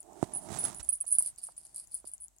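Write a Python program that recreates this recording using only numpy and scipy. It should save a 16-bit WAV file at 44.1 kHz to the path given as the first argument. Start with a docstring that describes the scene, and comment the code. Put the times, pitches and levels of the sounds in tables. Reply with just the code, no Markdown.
"""Budgie with a bell ball

In a small room a budgie shoves a hanging toy ball: the pellet strikes and rolls in its little bell,
ringing near 10 kHz, and the plastic cage rattles. Right up at the right microphone port something,
probably a finger, rubs and bumps at first. Behind it all, quiet room noise and a faint electrical tick."""
import sys
import numpy as np
from scipy import signal
from scipy.fft import rfft, irfft, next_fast_len
from scipy.io import wavfile
from scipy.ndimage import map_coordinates

SR = 44100
rng = np.random.default_rng(int(sys.argv[2]) if len(sys.argv) > 2 else 0)


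def dump_mix(stems):
    """Bounce the given channels to the path in sys.argv[1] as a 16-bit WAV at rate SR."""
    frames = np.atleast_2d(stems).T  # one column per channel
    limited = np.clip(frames, -1, 1)  # hard clip at full scale
    pcm = np.round(limited * 32767).astype(np.int16)
    wavfile.write(sys.argv[1], SR, pcm)


N = 105840

# colour of the room noise (frequency [Hz], level [dB])
ROOM_COLOUR = [(25, 16.5), (50, 15.5), (100, -2), (250, -7.5), (480, -16), (700, -7), (1200, -15.5),
               (2500, -19), (5000, -19.5), (8000, -6), (12000, -19), (16000, -24.5)]
# drift of the room noise (time [s], level [dB])
ROOM_LEVEL = [(0, -61.5), (.8, -54.5), (1, -63), (1.22, -56.5), (1.4, -64.5), (1.8, -63), (2.1, -62.5),
              (2.4, -68)]
# strength of the electrical tick (time [s], level [dB])
TICK_LEVEL = [(.45, -43), (.8, -32.5), (1.1, -41.5), (2.4, -42)]
# course of the rub's body (time [s], level [dB])
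RUB_LEVEL = [(0, -74), (.09, -53), (.2, -51), (.3, -52.5), (.34, -47), (.41, -53.5), (.45, -45.5),
             (.54, -44), (.61, -48), (.66, -42), (.75, -54), (.85, -63.5), (.98, -86), (1.15, -68),
             (1.28, -74), (1.35, -80), (1.72, -72), (1.95, -84.5)]
# firmness of the slide, driving hiss and rumble (time [s], level [dB])
RUB_FIRMNESS = [(0, -89), (.12, -80), (.24, -60), (.29, -72.5), (.358, -61.5), (.41, -73.5), (.536, -51.5),
                (.61, -56), (.686, -51.5), (.77, -68), (.9, -80.5), (1.2, -79), (2.4, -102)]
# colour of the rub's body (frequency [Hz], level [dB])
BODY_COLOUR = [(25, -24), (60, -16), (200, -10), (350, -0.5), (440, -6), (520, -23), (620, 1.5), (880, -3),
               (1200, -19.5), (2000, -35), (4000, -44)]
# colour of friction hiss at the port (frequency [Hz], level [dB])
HISS_COLOUR = [(300, -4.5), (1200, 7.5), (2500, -1), (5000, 0), (8500, 8), (11000, -1), (13500, -21),
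               (16000, -13)]
# colour of the rub's rumble (frequency [Hz], level [dB])
RUMBLE_COLOUR = [(40, -14), (120, 2), (200, -2), (420, -18), (1500, -47.5)]
# hollow resonance, sinking as the slide goes on (time [s], frequency [Hz])
HOLLOW_PITCH = [(.1, 380), (.19, 362.7), (.28, 219.8), (.6, 171.4)]
# scuffs at the port (time [s], length [s], hiss [dB], thump [dB], thump pitch [Hz])
PORT_SCUFFS = [(0.521, 0.0335, -48, -27.5, 176), (0.647, 0.0237, -37, -32.5, 117.7),
               (0.795, 0.0237, -41, -35.5, 76)]
# modes of the bumped microphone housing (frequency [Hz], level [dB], t60 [s])
HOUSING_MODES = [(170, -15.5, 0.018), (341.8, -11, 0.02), (676.5, -9.5, 0.0093)]
# taps by the right port (time [s], level [dB], centre [Hz], width [octaves])
PORT_TAPS = [(1.042, -46, 680, .7), (1.206, -44, 850, .65), (1.488, -43, 750, .65), (2.043, -43, 300, .95)]
# the bird's tugs at the plastic cage (start [s], length [s], level [dB])
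CAGE_TUGS = [(1.248, .04, -52), (1.376, .03, -48.5), (1.422, .026, -52.5), (1.755, .055, -47.5),
             (1.919, .04, -47)]
# colour of the tugged cage's clicks (frequency [Hz], level [dB])
TUG_COLOUR = [(1500, -31.5), (3300, -24), (4200, -3.5), (4700, 1), (5300, -6.5), (6200, -11), (9000, 2),
              (16000, -27)]
# colour of the cage shaken by the pellet (frequency [Hz], level [dB])
CAGE_COLOUR = [(500, -5), (1500, -12.5), (3300, -12), (4200, -4.5), (4700, 3.5), (5300, -0.5), (6200, -5),
               (9000, 2), (16000, -31)]
# toneless part of a pellet contact (frequency [Hz], level [dB])
CLANK_COLOUR = [(2000, -46.5), (6000, -40.5), (7200, -14.5), (7900, -10), (8500, 0.5), (9800, 6.5),
                (10500, -1), (11600, -10.5), (13000, -35), (16000, -40)]
# modes of the bell shell (frequency [Hz], level [dB], t60 [s], share of hardness followed [0-1])
SHELL_MODES = [(8620, -12, .03, 1), (9140, -6, .02, 1), (9540, -7, .022, .5), (9800, -2, .024, .6),
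               (9905, 0, .038, 0), (10000, -7, .022, .3), (10130, -11, .018, .8), (11210, 0, .06, 1)]
# clear strikes of the pellet (time [s], level [dB], left minus right [dB], hardness [dB])
PELLET_STRIKES = [(.004, -28, -4, -10), (.336, -20.5, -6, -21), (0.349, -18, -7.5, -18.5),
                  (0.37, -18.5, -3, -24.5), (0.5869, -20, -20, -29), (0.598, -30, -4.5, -5),
                  (0.639, -13, -10.5, -30.5), (0.6499, -17, -11.5, -31.5), (0.784, -33, -4.5, -3.5),
                  (.829, -25, -6.5, -31.5), (0.889, -6, -18.5, -34), (0.8917, -16, -22.5, -5.5),
                  (0.928, -15, -12.5, -15.5), (0.936, -16, -12, -8.5), (0.954, -24.5, -3, -9),
                  (1.009, -15, -14, -21), (1.0134, -28.5, -12.5, -5.5), (1.0787, -21, 1, -8),
                  (1.0876, -17.5, -17, -12.5), (1.1081, -21, -8, -2), (1.1158, -14, -9, -13),
                  (1.1248, -7, -7, -14), (1.141, -21.5, -10, -6), (1.1446, -19, -10, -3.5),
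                  (1.151, -12.5, -6.5, -11), (1.185, -3, -6.5, -9), (1.193, -9, -0.5, -9.5),
                  (1.224, -18, -6.5, 1), (1.2302, -31.5, -10.5, 3), (1.248, -33.5, -5.5, -0.5),
                  (1.2608, -25, -9, 7), (1.2618, -24.5, -8.5, -0.5), (1.2712, -23, -6, -1.5),
                  (1.2756, -43.5, 1, 22), (1.286, -29, 5.5, -3), (1.4325, -27, -8.5, -8.5),
                  (1.4379, -23, -17.5, 0.5), (1.4693, -30.5, -3.5, -1), (1.569, -38, 3.5, -9),
                  (1.5787, -28.5, 0.5, -2), (1.7611, -32, 0.5, 8), (1.78, -33.5, -2.5, 4),
                  (1.7834, -40, 10.5, 9), (1.7892, -36.5, -6.5, 2.5), (1.7988, -43.5, -1, 16),
                  (1.918, -32, 15, -8.5), (1.9433, -17.5, 5.5, -9), (1.95, -26.5, 3.5, 2),
                  (1.9668, -42.5, 2, 6.5), (2.073, -32, 8, 1), (2.1159, -39, 5, 3),
                  (2.136, -23.5, 2.5, -4.5), (2.2203, -30.5, 4, -10.5), (2.2402, -31, 4.5, -6),
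                  (2.364, -56.5, 1.5, 5)]
# rolls of the pellet (start [s], length [s], level [dB], left minus right [dB], hardness [dB])
PELLET_ROLLS = [(0.358, 0.033, -31, -19, -9.5), (0.409, 0.0712, -48.5, -19, 4),
                (0.589, 0.1066, -30, -2, -9), (0.744, 0.0484, -34, -10, -17.5),
                (0.827, 0.11, -47.5, -3, 1.5), (0.921, 0.0535, -33, 1.5, -8.5),
                (1.003, 0.0143, -32.5, 5, -7.5), (1.063, 0.094, -35.5, -16.5, 1),
                (1.105, 0.076, -46, -7, 10), (1.193, 0.11, -45, -13.5, 11.5), (1.38, 0.014, -52, -7, 18),
                (1.415, 0.107, -57.5, -2.5, 14), (1.438, 0.0121, -29.5, 3.5, -2.5),
                (1.568, 0.0472, -54, -8, 11), (1.627, 0.116, -63.5, 3, 11), (1.649, 0.014, -51.5, -3.5, 12),
                (1.743, 0.1045, -50.5, -2, 10.5), (1.863, 0.065, -57.5, 6.5, -4),
                (1.911, 0.0912, -44.5, -3, 2), (2.051, 0.0328, -68.5, -4.5, 22),
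                (2.066, 0.0326, -40.5, 0, 1.5), (2.124, 0.0129, -48.5, 8, -5.5),
                (2.201, 0.0583, -38.5, 2, -11)]


def amp(db):
    """Decibels to gain."""
    return 10 ** (np.asarray(db) / 20)


def unit(x):
    """Scale to rms 1."""
    return x / np.sqrt(np.mean(x ** 2) + 1e-20)


def curve(rows):
    """One value per sample from (time, value) rows."""
    return np.interp(np.arange(N) / SR, *np.transpose(rows))


def filtered(x, response):
    """Pass x through a frequency response."""
    size = next_fast_len(N + 8192)
    return irfft(rfft(x, size) * response(np.fft.rfftfreq(size, 1 / SR)), size)[..., :N]


def coloured(x, colour):
    """Pass x through a (Hz, dB) curve that keeps the power of white noise."""
    knots_hz, db = np.transpose(colour)
    return filtered(x, lambda hz: unit(amp(np.interp(np.log(hz + 1), np.log(knots_hz), db))))


def noise(colour):
    """Coloured noise of rms 1."""
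    return unit(coloured(rng.standard_normal(N), colour))


def wobble(rate):
    """A smooth random curve, rate knots a second."""
    return map_coordinates(rng.standard_normal(int(N * rate / SR) + 4), [np.arange(N) * rate / SR])


def panned(pan_db):
    """Left and right gains of mean power 1; positive leans left."""
    gains = amp(np.array([pan_db, -pan_db]) / 2)
    return gains / np.sqrt(np.mean(gains ** 2, axis=0))


def dying(t, t60):
    """A decay that starts at t = 0."""
    return (t >= 0) * np.exp(-np.log(1000) * np.abs(t) / t60)


def ring(times, gains, hz, t60):
    """A stereo resonator kicked at the given times; complex output."""
    samples = np.clip(np.round(times * SR).astype(int), 0, N - 1)
    kicks = np.array([np.bincount(samples, side, N) for side in gains])
    pole = np.exp((2j * np.pi * hz - np.log(1000) / t60) / SR)
    return signal.lfilter([1], [1, -pole], kicks)


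def clatter(times, gains, colour, t60):
    """A short toneless burst for each contact, partly alike at the two ports."""
    envelope = np.sqrt(np.abs(ring(times, gains ** 2, 0, t60 / 2)))
    return coloured(envelope * unit(rng.standard_normal(N) + rng.standard_normal((2, N))), colour)


def port_noise(envelope, colour, leak_db):
    """Noise made at the right port; a little reaches the left one."""
    near = noise(colour)
    return envelope * np.array([amp(leak_db) * unit(near + noise(colour)), near])


def on_right(x, leak_db=-31.5):
    """Place x at the right port, with a faint copy on the left."""
    return np.array([amp(leak_db) * x, x])


def room_noise():
    """The room's quiet background, partly shared by the two ports."""
    shared = 0.38 * noise(ROOM_COLOUR)
    separate = np.array([noise(ROOM_COLOUR), noise(ROOM_COLOUR)])
    return amp(curve(ROOM_LEVEL)) * unit(shared + separate)


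def electrical_ticks(start_s=.0298, period_s=.1024):
    """A faint, regular electrical tick on the left: a bare click and a brief high ring."""
    times = np.arange(start_s, N / SR, period_s)
    level_db = np.interp(times, *np.transpose(TICK_LEVEL)) + 2 * rng.standard_normal(len(times))
    gains = panned(38.5)[:, None] * amp(level_db)
    ping = ring(times, gains, hz=7090, t60=.0045).real
    click = amp(-8) * ring(times, gains, hz=0, t60=1 / SR).real
    return signal.sosfilt(signal.butter(4, 5800, 'high', fs=SR, output='sos'), ping + click)


def room_tail(x, t60=.0705, delay_s=.0015):
    """The short reflections of a furnished room, different at each port."""
    t = np.arange(SR // 2) / SR
    tail = rng.standard_normal((2, len(t))) * dying(t - delay_s, t60)
    return signal.fftconvolve(x.mean(0)[None], tail / np.linalg.norm(tail[0]), axes=1)[:, :N]


def housing_taps(t60=.024):
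    """Light, toneless taps on the microphone housing, by the right port."""
    t = np.arange(N) / SR
    taps = 0
    for start, db, centre, width in PORT_TAPS:
        burst = amp(db) * dying(t - start, t60) * rng.standard_normal(N)
        taps += filtered(burst, lambda hz: unit(np.exp(-.5 * (np.log2((hz + 1) / centre) / width) ** 2)))
    return on_right(taps, leak_db=-56.5)


def housing_bump(time_s=.2279, band_hz=(120, 1325)):
    """One dull, heavily damped knock on the housing by the right port, with a slight crack."""
    t = np.arange(N) / SR - time_s
    thud = sum(amp(db) * np.sin(2 * np.pi * hz * t) * dying(t, t60) for hz, db, t60 in HOUSING_MODES)
    thud = signal.lfilter(*signal.butter(2, band_hz, 'band', fs=SR), thud)
    crack = amp(-33) * dying(t, t60=.016) * noise(HISS_COLOUR)
    return on_right(thud + crack)


def port_rubbing(grain_db=2.5, hollow_width_hz=150, scuff_rise_s=.0019, thump_cycles=5.1):
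    """A grainy, hollow slide against the right port, catching in scuffs; firmer adds hiss and rumble."""
    t = np.arange(N) / SR
    grain = unit(amp(grain_db * wobble(350)))
    firmness = grain * amp(curve(RUB_FIRMNESS))
    friction = port_noise(grain * amp(curve(RUB_LEVEL) + 1), BODY_COLOUR, leak_db=-25)
    friction += port_noise(firmness * amp(11), HISS_COLOUR, leak_db=-24)
    friction += port_noise(firmness * amp(5), RUMBLE_COLOUR, leak_db=-25)
    # a narrow band of noise follows the sinking resonance
    band = wobble(hollow_width_hz) + 1j * wobble(hollow_width_hz)
    hollow = band * np.exp(2j * np.pi * np.cumsum(curve(HOLLOW_PITCH)) / SR)
    lows = amp(curve(RUB_LEVEL) - 4) * unit(hollow.real)
    for start, length, hiss_db, thump_db, hz in PORT_SCUFFS:
        age = t - start
        swell = np.interp(age, [0, scuff_rise_s, length / 2, length], [0, 1, 1, 0])
        friction += port_noise(swell * amp(hiss_db), HISS_COLOUR, leak_db=-24)
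        lows += amp(thump_db) * np.sin(2 * np.pi * hz * age) * dying(age, thump_cycles / hz)
    return friction + on_right(lows)


def cage_tugs(clicks_per_s=150, scatter_db=4, count=32):
    """Runs of dry clicks as the bird tugs at the plastic cage."""
    times, gains = [], []
    for start, length, db in CAGE_TUGS:
        t = (np.arange(count) + rng.random(count)) / clicks_per_s
        times.append(start + t)
        gains.append((t < length) * amp(db + scatter_db * rng.standard_normal(count)))
    stereo_gains = np.concatenate(gains) * panned(0.82)[:, None]
    return clatter(np.concatenate(times), stereo_gains, TUG_COLOUR, t60=.004)


def pellet_contacts(touches_per_s=420, scatter_db=5, fade_db=7, count=80):
    """Every touch of pellet on shell: the clear strikes and the fading chatter of each roll."""
    rows = [np.array(PELLET_STRIKES)]
    for start, length, db, pan, hardness in PELLET_ROLLS:
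        t = (np.arange(count) + rng.random(count)) / touches_per_s
        level = db + scatter_db * np.clip(rng.standard_normal(count), -2, 1.3) - fade_db * t / length
        level = np.where(t < length, level, -np.inf)
        rows.append(np.column_stack([start + t, level, np.full(count, pan), np.full(count, hardness)]))
    return np.vstack(rows)


def shell_ring(times, force, hardness, soft_db=-24, hard_db=-10, rise_s=.004, radiated_hz=(8369, 10035)):
    """The small shell rings in a narrow band; hard contacts bring out side modes and halve the decay."""
    choked = np.interp(hardness, [soft_db, hard_db], [0, 1])
    tone = 0
    for hz, db, t60, follows in SHELL_MODES:
        scatter_db = rng.standard_normal(force.shape)
        kick = force * amp(db + follows * hardness + scatter_db)
        tone += ring(times, kick * (1 - choked), hz, t60)
        tone += ring(times, kick * choked, hz, t60 / 2)
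        tone -= (1 - follows) * ring(times, kick, hz, rise_s)  # the main ring takes a moment to build
    tone = np.array([tone[0] * np.exp(1.223j), tone[1]]).imag  # reaches the two ports out of step
    return signal.sosfilt(signal.butter(3, radiated_hz, 'band', fs=SR, output='sos'), tone)


def bell(cage_db_per_db=.653, cage_reference_db=-30.5):
    """Each contact of the pellet rings the shell, clanks and shakes the plastic cage."""
    times, db, pan, hardness = pellet_contacts().T
    force = amp(db) * panned(pan)
    tone = shell_ring(times, force, hardness)
    clank = clatter(times, force * amp(hardness), CLANK_COLOUR, t60=.005)
    shake = amp(cage_db_per_db * (db - cage_reference_db) + hardness) * panned(pan)
    cage = clatter(times, shake, CAGE_COLOUR, t60=.00643)
    return amp(-2.5) * tone + amp(-4.5) * clank + amp(-55) * cage


def scene():
    """The toy out in the room, the handling dry and close at the microphone, the background beneath."""
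    toy = bell() + cage_tugs()
    reflections = amp(-3) * room_tail(toy)
    handling = port_rubbing() + housing_bump() + housing_taps()
    return toy + reflections + handling + electrical_ticks() + room_noise()


def record(dry, low_cut_hz=53.3, top_hz=16200):
    """The recorder drops the deepest bass and all above its band limit."""
    low_cut = signal.butter(4, low_cut_hz, 'high', fs=SR, output='sos')
    return filtered(signal.sosfilt(low_cut, dry), lambda hz: hz < top_hz)


dry = scene()
out = record(dry)
dump_mix(out)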